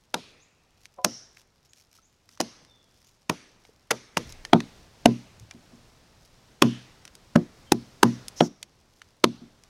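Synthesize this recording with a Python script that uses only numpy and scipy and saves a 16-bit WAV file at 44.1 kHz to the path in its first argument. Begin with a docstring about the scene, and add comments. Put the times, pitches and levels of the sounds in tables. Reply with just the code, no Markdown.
"""Adzes hollowing a log

Adzes (axes with a crosswise blade) chop a big log outdoors: six blows a little way off, then eight
close ones, the loudest overloading the microphone. Fibres split with a crack, the wood knocks, thuds
and hums, and the surroundings echo. Chips tick and rustle on the ground, wedged wood squeaks once,
and small birds call far away over the soft rumble and hiss of the air."""
import sys
import numpy as np
from scipy import signal
from scipy.fft import rfft, irfft
from scipy.io import wavfile
from scipy.ndimage import uniform_filter1d

SR = 44100
rng = np.random.default_rng(int(sys.argv[2]) if len(sys.argv) > 2 else 0)


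def store_pcm(level_fs):
    """Save levels as 16-bit WAV."""
    pcm = np.round(np.clip(level_fs, -1, 1) * 32767).astype(np.int16)
    wavfile.write(sys.argv[1], SR, np.atleast_2d(pcm).T)


N = 427329
LEAD_S = 0.1  # short sounds get this much room to swell before their moment
T = np.arange(-round(LEAD_S * SR), SR // 2) / SR  # time around a blow, in seconds
T_MS, AFTER = T * 1000, np.maximum(T, 0)


def amp(db):
    """Turns decibels into a factor to multiply by."""
    return 10 ** (np.asarray(db) / 20)


def read(points, hz):
    """Looks up a frequency in a table, joining its rows with straight lines on a pitch scale."""
    f, value = np.transpose(points)
    return np.interp(np.log(hz + 1), np.log(f + 1), value)


def evened(x):
    """Scales a signal to an average (rms) level of 1."""
    return x / np.sqrt(np.mean(x ** 2) + 1e-20)


def packed(x, ms):
    """Gives a short sound the energy of level 1 held for ms milliseconds."""
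    return x / np.sqrt(np.sum(x ** 2) / (ms * SR / 1000) + 1e-20)


def add(mix, s, sound):
    """Mixes a sound in, starting at s seconds."""
    part = mix[max(round(s * SR), 0):][:len(sound)]
    part += sound[:len(part)]


def colour(x, db_at):
    """Filters by a rule that gives dB for each frequency."""
    return irfft(rfft(x) * amp(db_at(np.fft.rfftfreq(len(x), 1 / SR))), len(x))


def hill(hz, centre_hz, octaves):
    """A bell-shaped peak of height 1 around one frequency."""
    return np.exp(-0.5 * (np.log2((hz + 1) / centre_hz) / octaves) ** 2)


def outline(x, width_hz):
    """How strong a sound is at each frequency, with the fine ripple smoothed away."""
    bins = max(int(width_hz * len(x) / SR), 1)
    return np.sqrt(abs(uniform_filter1d(abs(rfft(x)) ** 2, bins)) + 1e-12)


def dying_noise(spectrum, fades, seconds, patchy_db=1.97):
    """Noise whose bands die unevenly, each at its own speed. 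A fade time is the time to drop 60 dB."""
    hz, t, bands = signal.stft(rng.standard_normal(int(seconds * SR)), SR, nperseg=512)
    patches = uniform_filter1d(rng.standard_normal(bands.shape), size=4, axis=0)
    patches = evened(uniform_filter1d(patches, size=14, axis=1))
    db = read(spectrum, hz)[:, None] - 60 * t / read(fades, hz)[:, None] + patchy_db * patches
    return signal.istft(bands * amp(db), SR, nperseg=512)[1]


def swell(rise_ms, fall_ms, hold_ms=0):
    """Grows up to the moment of the blow, holds around it and dies after it."""
    outside = T_MS - np.clip(T_MS, -hold_ms / 2, hold_ms / 2)
    return np.exp(np.where(outside < 0, outside / rise_ms, -outside / fall_ms))


def ring(notes):
    """Pure tones that a blow sets going and that then fade."""
    return sum((-1) ** k * amp(db - 60 * AFTER / fade_s) * np.sin(2 * np.pi * hz * AFTER)
               for k, (hz, db, fade_s) in enumerate(notes))


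# how loud the outdoor air is: t/s, level/dB
AIR_LEVEL = [(0, -69.5), (2.3, -70), (4.12, -66.5), (4.22, -57), (6, -62), (8.42, -57.5), (8.55, -67.5),
             (9.69, -64.5)]
# the tone of its rumble and of its hiss: f/Hz, level/dB
RUMBLE_TONE = [(12, -34), (20, 0), (43, -4), (118, -2.5), (250, -12), (400, -80)]
HISS_TONE = [(150, -30.5), (250, 1), (538, -1), (988, -4), (1670, -7.5), (2900, -9), (5350, -9),
             (12500, -24.5), (16000, -28)]
def air(drift_db=0.85):
    """Low rumble and a soft hiss that drift a little in level."""
    t = np.arange(N) / SR
    drift = np.interp(t, np.linspace(0, t[-1], num=80), rng.standard_normal(80))
    rumble = evened(colour(rng.standard_normal(N), lambda hz: read(RUMBLE_TONE, hz)))
    hiss = evened(colour(rng.standard_normal(N), lambda hz: read(HISS_TONE, hz)))
    return amp(np.interp(t, *np.transpose(AIR_LEVEL)) + drift_db * drift) * (rumble + hiss)


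# the tone of dry shavings: f/Hz, level/dB
SHAVINGS_TONE = [(600, -11), (2000, -5), (4400, 0), (5500, 4.5), (6600, -0.5), (7800, -6), (12000, -8.5),
                 (16000, -18.5)]
def crackle(n, per_s, spread_db, grain_ms=1.0):
    """Dry shavings snap one after another: n samples of tiny bursts of uneven size."""
    clicks = (rng.random(n) < per_s / SR) * amp(spread_db * np.minimum(rng.exponential(1, n), 3))
    fading_clicks = signal.lfilter([1], [1, -np.exp(-1000 / (grain_ms * SR))], clicks)
    return evened(colour(fading_clicks * rng.standard_normal(n), lambda hz: read(SHAVINGS_TONE, hz)))


# rustles in the shavings: t/s, length/s, level/dB
RUSTLES = [(0.77, 0.11, -64), (1.35, 0.09, -59.5), (1.645, 0.025, -60), (1.74, 0.11, -60), (1.9, 0.11, -60),
           (2.273, 0.11, -63), (2.85, 0.35, -66), (3.58, 0.16, -67), (4.26, 0.08, -53),
           (6.217, 0.071, -61.5), (8.905, .1, -65)]
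def shavings():
    """The carpet of shavings always crackles faintly, and rustles under feet or falling chips."""
    out = amp(-76) * crackle(N, per_s=160, spread_db=5.5)
    for s, length, db in RUSTLES:
        n = int(length * SR)
        add(out, s, amp(db) * crackle(n, per_s=600, spread_db=4.5) * np.sqrt(np.hanning(n)))
    return out


# the tone of splitting fibres: f/Hz, level/dB
CRACK_TONE = [(200, -15.5), (600, 8), (1200, 4), (2200, 1.5), (4000, -2.5), (6200, 0.5), (7500, -7),
              (10500, -7.5), (13000, -13.5), (16000, -25)]
def crack(bite_ms, dull_db, peak_hz):
    """Fibres snap ever faster as the edge bites, and stop as it sticks."""
    def tone(hz):
        treble_loss = dull_db * np.log2(np.maximum(hz, 1400) / 3000)
        peak = (5.5 + dull_db) * hill(hz, peak_hz, octaves=0.24)  # stands out more in a dull blow
        return read(CRACK_TONE, hz) - treble_loss + peak

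    tearing = swell(rise_ms=0.8, fall_ms=0.86, hold_ms=bite_ms)  # steady while the edge is cutting
    splinters = amp(-25) * swell(rise_ms=2.4, fall_ms=6.8)
    snaps = amp(4 * evened(uniform_filter1d(rng.standard_normal(len(T)), size=8)))
    burst = np.tanh(rng.standard_normal(len(T))) * snaps * (tearing + splinters)
    flat_burst = irfft(rfft(burst) / outline(burst, width_hz=1400), len(T))
    return packed(colour(flat_burst, tone), ms=9.4)


def push(hz, rise_cycles, fall_cycles):
    """The wood under the blade swings and quickly comes to rest."""
    cycles = T * hz
    size = np.exp(np.where(cycles < 0, cycles / rise_cycles, -cycles / fall_cycles))
    return packed(np.sin(2 * np.pi * cycles) * size, ms=9.2)


# the notes of the bending log: f/Hz, level at place 0/dB, level at place 1/dB, fade at place 0/s
LOG_NOTES = [(124.36, -6, -18.5, 0.32), (168, -13, 1.5, 0.19), (191, -13.5, -12.5, 0.32),
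             (233.6, 2.5, -0.5, 0.22), (257.7, -9, -8.5, 0.26), (291.5, -13, -9, 0.28),
             (351, -11.5, -2.5, 0.2), (400, -13, -9, 0.16), (479, -21, -16, 0.13), (685, -20, -13, 0.12),
             (1007, -20, -26, 0.15)]
def log_hum(place, end_damping=0.3):
    """Where the log is hit (place 0 to 1) sets how loud its notes are and how they build and die."""
    notes = [(hz, db_0 + (db_1 - db_0) * place, fade_s * (1 - end_damping * place))
             for hz, db_0, db_1, fade_s in LOG_NOTES]
    build_ms = np.interp(place, [0, 1], [21, 11])
    return packed(ring(notes) * (1 - np.exp(-(T_MS / build_ms) ** 2)), ms=31)


# the tone of the rattling wood: f/Hz, level/dB
RATTLE_TONE = [(50, -26), (80, -11), (170, 0.5), (270, -1), (450, 0), (800, -6.5), (1200, -10.5),
               (4000, -35.5)]
# how long it lasts: f/Hz, fade/s
RATTLE_FADE = [(100, 0.15), (300, 0.18), (700, .11)]
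def rattle(bite):
    """A crowd of short notes in the wood; a dull blow wakes fewer of the high ones."""
    crowd = dying_noise(RATTLE_TONE, RATTLE_FADE, seconds=0.88)[:len(bite)]
    return packed(irfft(rfft(crowd) * np.sqrt(outline(bite, width_hz=320)), len(bite)), ms=19)


# the tone of the outdoor echo: f/Hz, level/dB
ECHO_TONE = [(100, 1.5), (400, -2), (1000, -9.5), (2000, -1.5), (4000, 4.5), (6000, 4), (7500, -2.5),
             (11000, -1), (15000, -6)]
# how long it lasts: f/Hz, fade/s
ECHO_FADE = [(1000, 1.5), (3000, 0.76), (9000, 0.72), (15000, 0.19)]
def chop_echo(bite, build_s=0.012):
    """Trees and ground throw back a wash of noise with the broad tone of the bite."""
    wash = dying_noise(ECHO_TONE, ECHO_FADE, seconds=0.83)
    wash *= 1 - np.exp(-np.arange(len(wash)) / SR / build_s)
    padded = np.pad(bite, (0, len(wash) - len(bite)))
    return irfft(rfft(wash / np.linalg.norm(wash)) * outline(padded, width_hz=1200), len(wash))


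def with_echo(x, echo_db):
    """Adds what the surroundings throw back."""
    wash = dying_noise(ECHO_TONE, ECHO_FADE, seconds=1.0)
    return x + amp(echo_db) * signal.fftconvolve(x, wash / np.linalg.norm(wash))[:N]


# adze blows: t/s, bite length/ms, crack level/dB, dullness/(dB lost per octave), crack peak/Hz,
# knock level/dB, knock f/Hz, thud level/dB, thud f/Hz, rattle level/dB, hum level/dB,
# place along the log/(0 to 1), level of the crack sent into the echo/dB
CHOPS = [ (0.1441, 2, -23, 1, 3670, -27, 950, -35, 300, -31.5, -43, 0.7, -29),
         (1.048, 2, -15.5, -1.5, 5800, -29.5, 1044, -33, 350, -26, -40, 0.18, -27),
         (2.4046, 2, -24, 0.5, 4920, -25, 710, -29, 260, -29.5, -39, 0.36, -28),
         (3.2981, 2, -22.5, 0.5, 2470, -29, 970, -30, 220, -26.5, -40, 0.87, -28),
         (3.911, 5, -18.5, 0, 1687, -25.5, 960, -30, 560, -26.5, -41.5, 0, -27),
         (4.1723, 1.5, -19.5, 2, 2350, -20.5, 984, -27.5, 215, -32, -42, 0, -26.5),
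         (4.5337, 2, -14, 6.5, 3540, -9.5, 686, -13, 300, -17, -15.5, 0.75, -21),
         (5.0591, 2.5, -14.5, 1.5, 2600, -9.5, 676, -9.5, 255, -21.5, -17.5, 0.1, -19.5),
         (6.623, 2.5, -12, 1.5, 3120, -13, 1080, -12.5, 300, -18, -16, 0.04, -15.5),
         (7.3596, 6.1, -21.5, 4, 1450, -16.5, 568, -10, 213, -24.5, -18.5, 0.98, -26),
         (7.7218, 2.5, -16.5, -1, 4270, -19.5, 820, -12, 320, -27.5, -27.5, 0.24, -27),
         (8.0327, 3, -11, 1, 1320, -13, 964, -12.5, 330, -21, -16, 0.13, -16),
         (8.4084, 5, -19, 6, 3310, -13, 710, -15.5, 380, -20, -20, 1, -33.5),
         (9.2428, 3, -13.5, 2.5, 3700, -18, 1025, -11.5, 345, -35, -24.5, 0.45, -24.5), ]
def chops(close_from_s=4.35, low_cut_hz=68):
    """The blade's bite, its sound bouncing off the ground, the log's hum and rattle, and the echo."""
    out = np.zeros(N)
    for (s, bite_ms, crack_db, dull_db, peak_hz, knock_db, knock_hz, thud_db, thud_hz,
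         rattle_db, hum_db, place, sent_db) in CHOPS:
        echo_db, ground_db, delay_ms = (-21.5, -16.5, 8.5) if s > close_from_s else (-14, -12, 6.5)
        split = amp(crack_db) * crack(bite_ms, dull_db, peak_hz)
        knock = amp(knock_db) * push(knock_hz, rise_cycles=0.37, fall_cycles=1.8)
        thud = amp(thud_db) * push(thud_hz, rise_cycles=0.3, fall_cycles=0.72)
        bite = split + knock - thud
        # the carpet of shavings swallows some of the treble
        ground = amp(ground_db) * np.interp(T_MS - delay_ms, T_MS, bite - 0.7 * split)
        add(out, s - LEAD_S, bite + ground + amp(hum_db) * log_hum(place))
        add(out, s, amp(rattle_db) * rattle(bite)[:SR // 2])
        # the surroundings hear a chop from all sides, so the echo keeps only part of its dullness
        sent = amp(sent_db) * crack(bite_ms, 0.27 * dull_db, peak_hz) + amp(-16.5) * (knock - thud)
        add(out, s, amp(echo_db) * chop_echo(sent))
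    low_cut = signal.butter(2, low_cut_hz, "highpass", fs=SR, output="sos")
    return signal.sosfilt(low_cut, out)  # the deepest bass is cut away


# blows that leave the adze ringing: t/s, level/dB, f/Hz, width/Hz, fade/s
BLADE_RINGS = [(0.1441, -63, 2500, 520, 1.6), (1.048, -45, 5580, 880, 0.48), (6.623, -50, 3100, 800, 0.4)]
def blade_rings(hold_s=0.11):
    """The struck blade leaves a blurred note in the air that holds briefly, then fades."""
    t = np.arange(SR) / SR
    out = np.zeros(N)
    for s, db, hz, width_hz, fade_s in BLADE_RINGS:
        noise = rng.standard_normal(SR)
        note = evened(colour(noise, lambda f: -20 * np.log10(1 + (2 * (f - hz) / width_hz) ** 2)))
        add(out, s, note * amp(db - 60 * np.maximum(t - hold_s, 0) / fade_s))
    return out


# bird calls: t/s, length/s, start f/Hz, end f/Hz, level/dB
BIRD_CALLS = [(0.4, .055, 6000, 8000, -67), (1.69, .045, 6500, 8000, -71), (2.025, .055, 6000, 8000, -69),
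              (2.68, .24, 3630, 3200, -70.5), (3.045, .05, 6000, 7900, -71), (7.668, .05, 3200, 3030, -63)]
def birds(blur=0.55):
    """Thin gliding whistles, blurred by distance and trailed by their echo."""
    out = np.zeros(N)
    for s, length, start_hz, end_hz, db in BIRD_CALLS:
        n = int(length * SR)
        whistle = np.exp(2j * np.pi * np.cumsum(np.geomspace(start_hz, end_hz, n)) / SR)
        wobble = evened(signal.fftconvolve(rng.standard_normal((2, n)), np.hanning(400)[None], "same"))
        blurred = (whistle * (1 + blur * (wobble[0] + 1j * wobble[1]))).real  # level and pitch waver
        arch = np.sin(np.pi * np.linspace(0, 1, n) ** 0.38)  # peaks early
        add(out, s, amp(db) * evened(blurred * arch))
    return with_echo(out, echo_db=-4.5)


def wood_burst(hz, octaves, rise_ms, fall_ms):
    """A short burst of noise: dry wood snapping, landing or sliding."""
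    burst = rng.standard_normal(len(T)) * swell(rise_ms, fall_ms)
    toned = colour(burst, lambda f: read(CRACK_TONE, f) - 5.4 * (np.log2((f + 1) / hz) / octaves) ** 2)
    return packed(toned, ms=9.5)


# small chips: t/s, level/dB, centre f/Hz
CHIP_TICKS = [(0.856, -47, 4620), (1.371, -51.5, 3300), (1.734, -54, 5400), (2.291, -54.5, 4400),
              (2.375, -54, 2900), (2.4113, -28.5, 5020), (2.649, -57.5, 4050), (3.651, -55, 2180),
              (3.916, -26, 2980), (4.178, -32.5, 6120), (4.324, -46, 6000), (4.451, -37.5, 3740),
              (4.6044, -33, 2600), (5.398, -54, 8950), (5.511, -43.5, 2310), (7.053, -45, 4400),
              (7.078, -48.5, 3600), (7.153, -49, 6150), (8.283, -36.5, 8200), (8.629, -37, 4800),
              (9.018, -46, 3200), (9.637, -54.5, 5000)]
def chip_ticks():
    """Chips snap off or land with a tick, then skid on."""
    out = np.zeros(N)
    for s, db, hz in CHIP_TICKS:
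        skid = amp(-11.5) * wood_burst(hz, octaves=1.35, rise_ms=0.35, fall_ms=6)
        tick = wood_burst(hz, octaves=1.35, rise_ms=0.35, fall_ms=1.5)
        add(out, s - LEAD_S, amp(db) * (tick + skid))
    return out


# the notes of a loose piece of wood: f/Hz, level/dB, fade/s
CLONK_NOTES = [(540, -0.5, .13), (732, -3.5, 0.19), (1000, -1, 0.16)]
def clonk(at_s=0.987):
    """A loose piece of wood is knocked once and rings briefly."""
    out = np.zeros(N)
    knock = amp(-44.5) * wood_burst(hz=500, octaves=0.8, rise_ms=5.4, fall_ms=15)
    add(out, at_s - LEAD_S, knock + amp(-40) * packed(ring(CLONK_NOTES), ms=25))
    return out


# thick chips: t/s, level/dB, f/Hz
CHIP_PLINKS = [(1.987, -62.5, 1320), (3.692, -56.5, 445), (4.451, -45, 1800), (5.513, -57, 2370)]
def chip_plinks(fade_s=0.034):
    """Each thick chip lands with one short note."""
    out = np.zeros(N)
    for s, db, hz in CHIP_PLINKS:
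        add(out, s - LEAD_S, amp(db) * packed(ring([(hz, 0, fade_s)]), ms=19))
    return out


# bumps against the log: t/s, hum level/dB, place along the log/(0 to 1)
LOG_BUMPS = [(2.615, -66.5, 0.9), (5.535, -48.5, 0.57), (5.721, -49, 0.35), (9.408, -43.5, 0.5)]
def log_bumps():
    """A light bump sets the log humming and crushes the shavings underneath."""
    out = np.zeros(N)
    for s, db, place in LOG_BUMPS:
        scuff = amp(-59.5) * wood_burst(hz=380, octaves=1.1, rise_ms=5.8, fall_ms=10)
        add(out, s - LEAD_S, amp(db) * log_hum(place) + scuff)
    return out


# low thumps: t/s, level/dB, fall time/ms, centre f/Hz
THUMPS = [(4.28, -38, 90, 85), (4.3, -38, 130, 24), (5.42, -40, 43, 94)]
def thumps():
    """Soft bursts of deep noise swell and die away."""
    out = np.zeros(N)
    for s, db, ms, hz in THUMPS:
        add(out, s - LEAD_S, amp(db) * wood_burst(hz, octaves=0.55, rise_ms=ms / 2, fall_ms=ms))
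    return out


def squeak(at_s=8.36, length_s=0.122, end_hz=820, top_hz=1140, peak_hz=5950):
    """Wedged wood sticks and slips: the pitch arches, clearest at the top and hissy at both ends."""
    n = int(length_s * SR)
    arch = np.sin(np.pi * np.arange(n) / n)
    cycles = np.cumsum(end_hz + (top_hz - end_hz) * arch) / SR
    slips = evened(sum(np.cos(2 * np.pi * k * cycles) for k in range(2, 10)))  # overtones only
    clearness = 0.55 * arch ** 2
    rubbing = np.sqrt(clearness) * slips + np.sqrt(1 - clearness) * rng.standard_normal(n)
    voice = colour(rubbing, lambda hz: read(SHAVINGS_TONE, hz) + 11 * hill(hz, peak_hz, octaves=0.2))
    out = np.zeros(N)
    add(out, at_s, amp(-43.5) * evened(voice * np.sqrt(arch * (1 - clearness))))  # thins as it clears
    return with_echo(out, echo_db=-21)


def scene():
    """Everything as it reaches one microphone."""
    return (air() + shavings() + chops() + blade_rings() + birds() + chip_ticks() + clonk()
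            + chip_plinks() + log_bumps() + thumps() + squeak())[None]


def record(dry, top_hz=16000):
    """The loudest chops overload the microphone and lose their peaks; then the highest treble is cut."""
    treble_cut = signal.firwin(511, top_hz, window=("kaiser", 9), fs=SR)
    return signal.oaconvolve(np.clip(dry, -1, 1), treble_cut[None], "same")


dry = scene()
out = record(dry)
store_pcm(out)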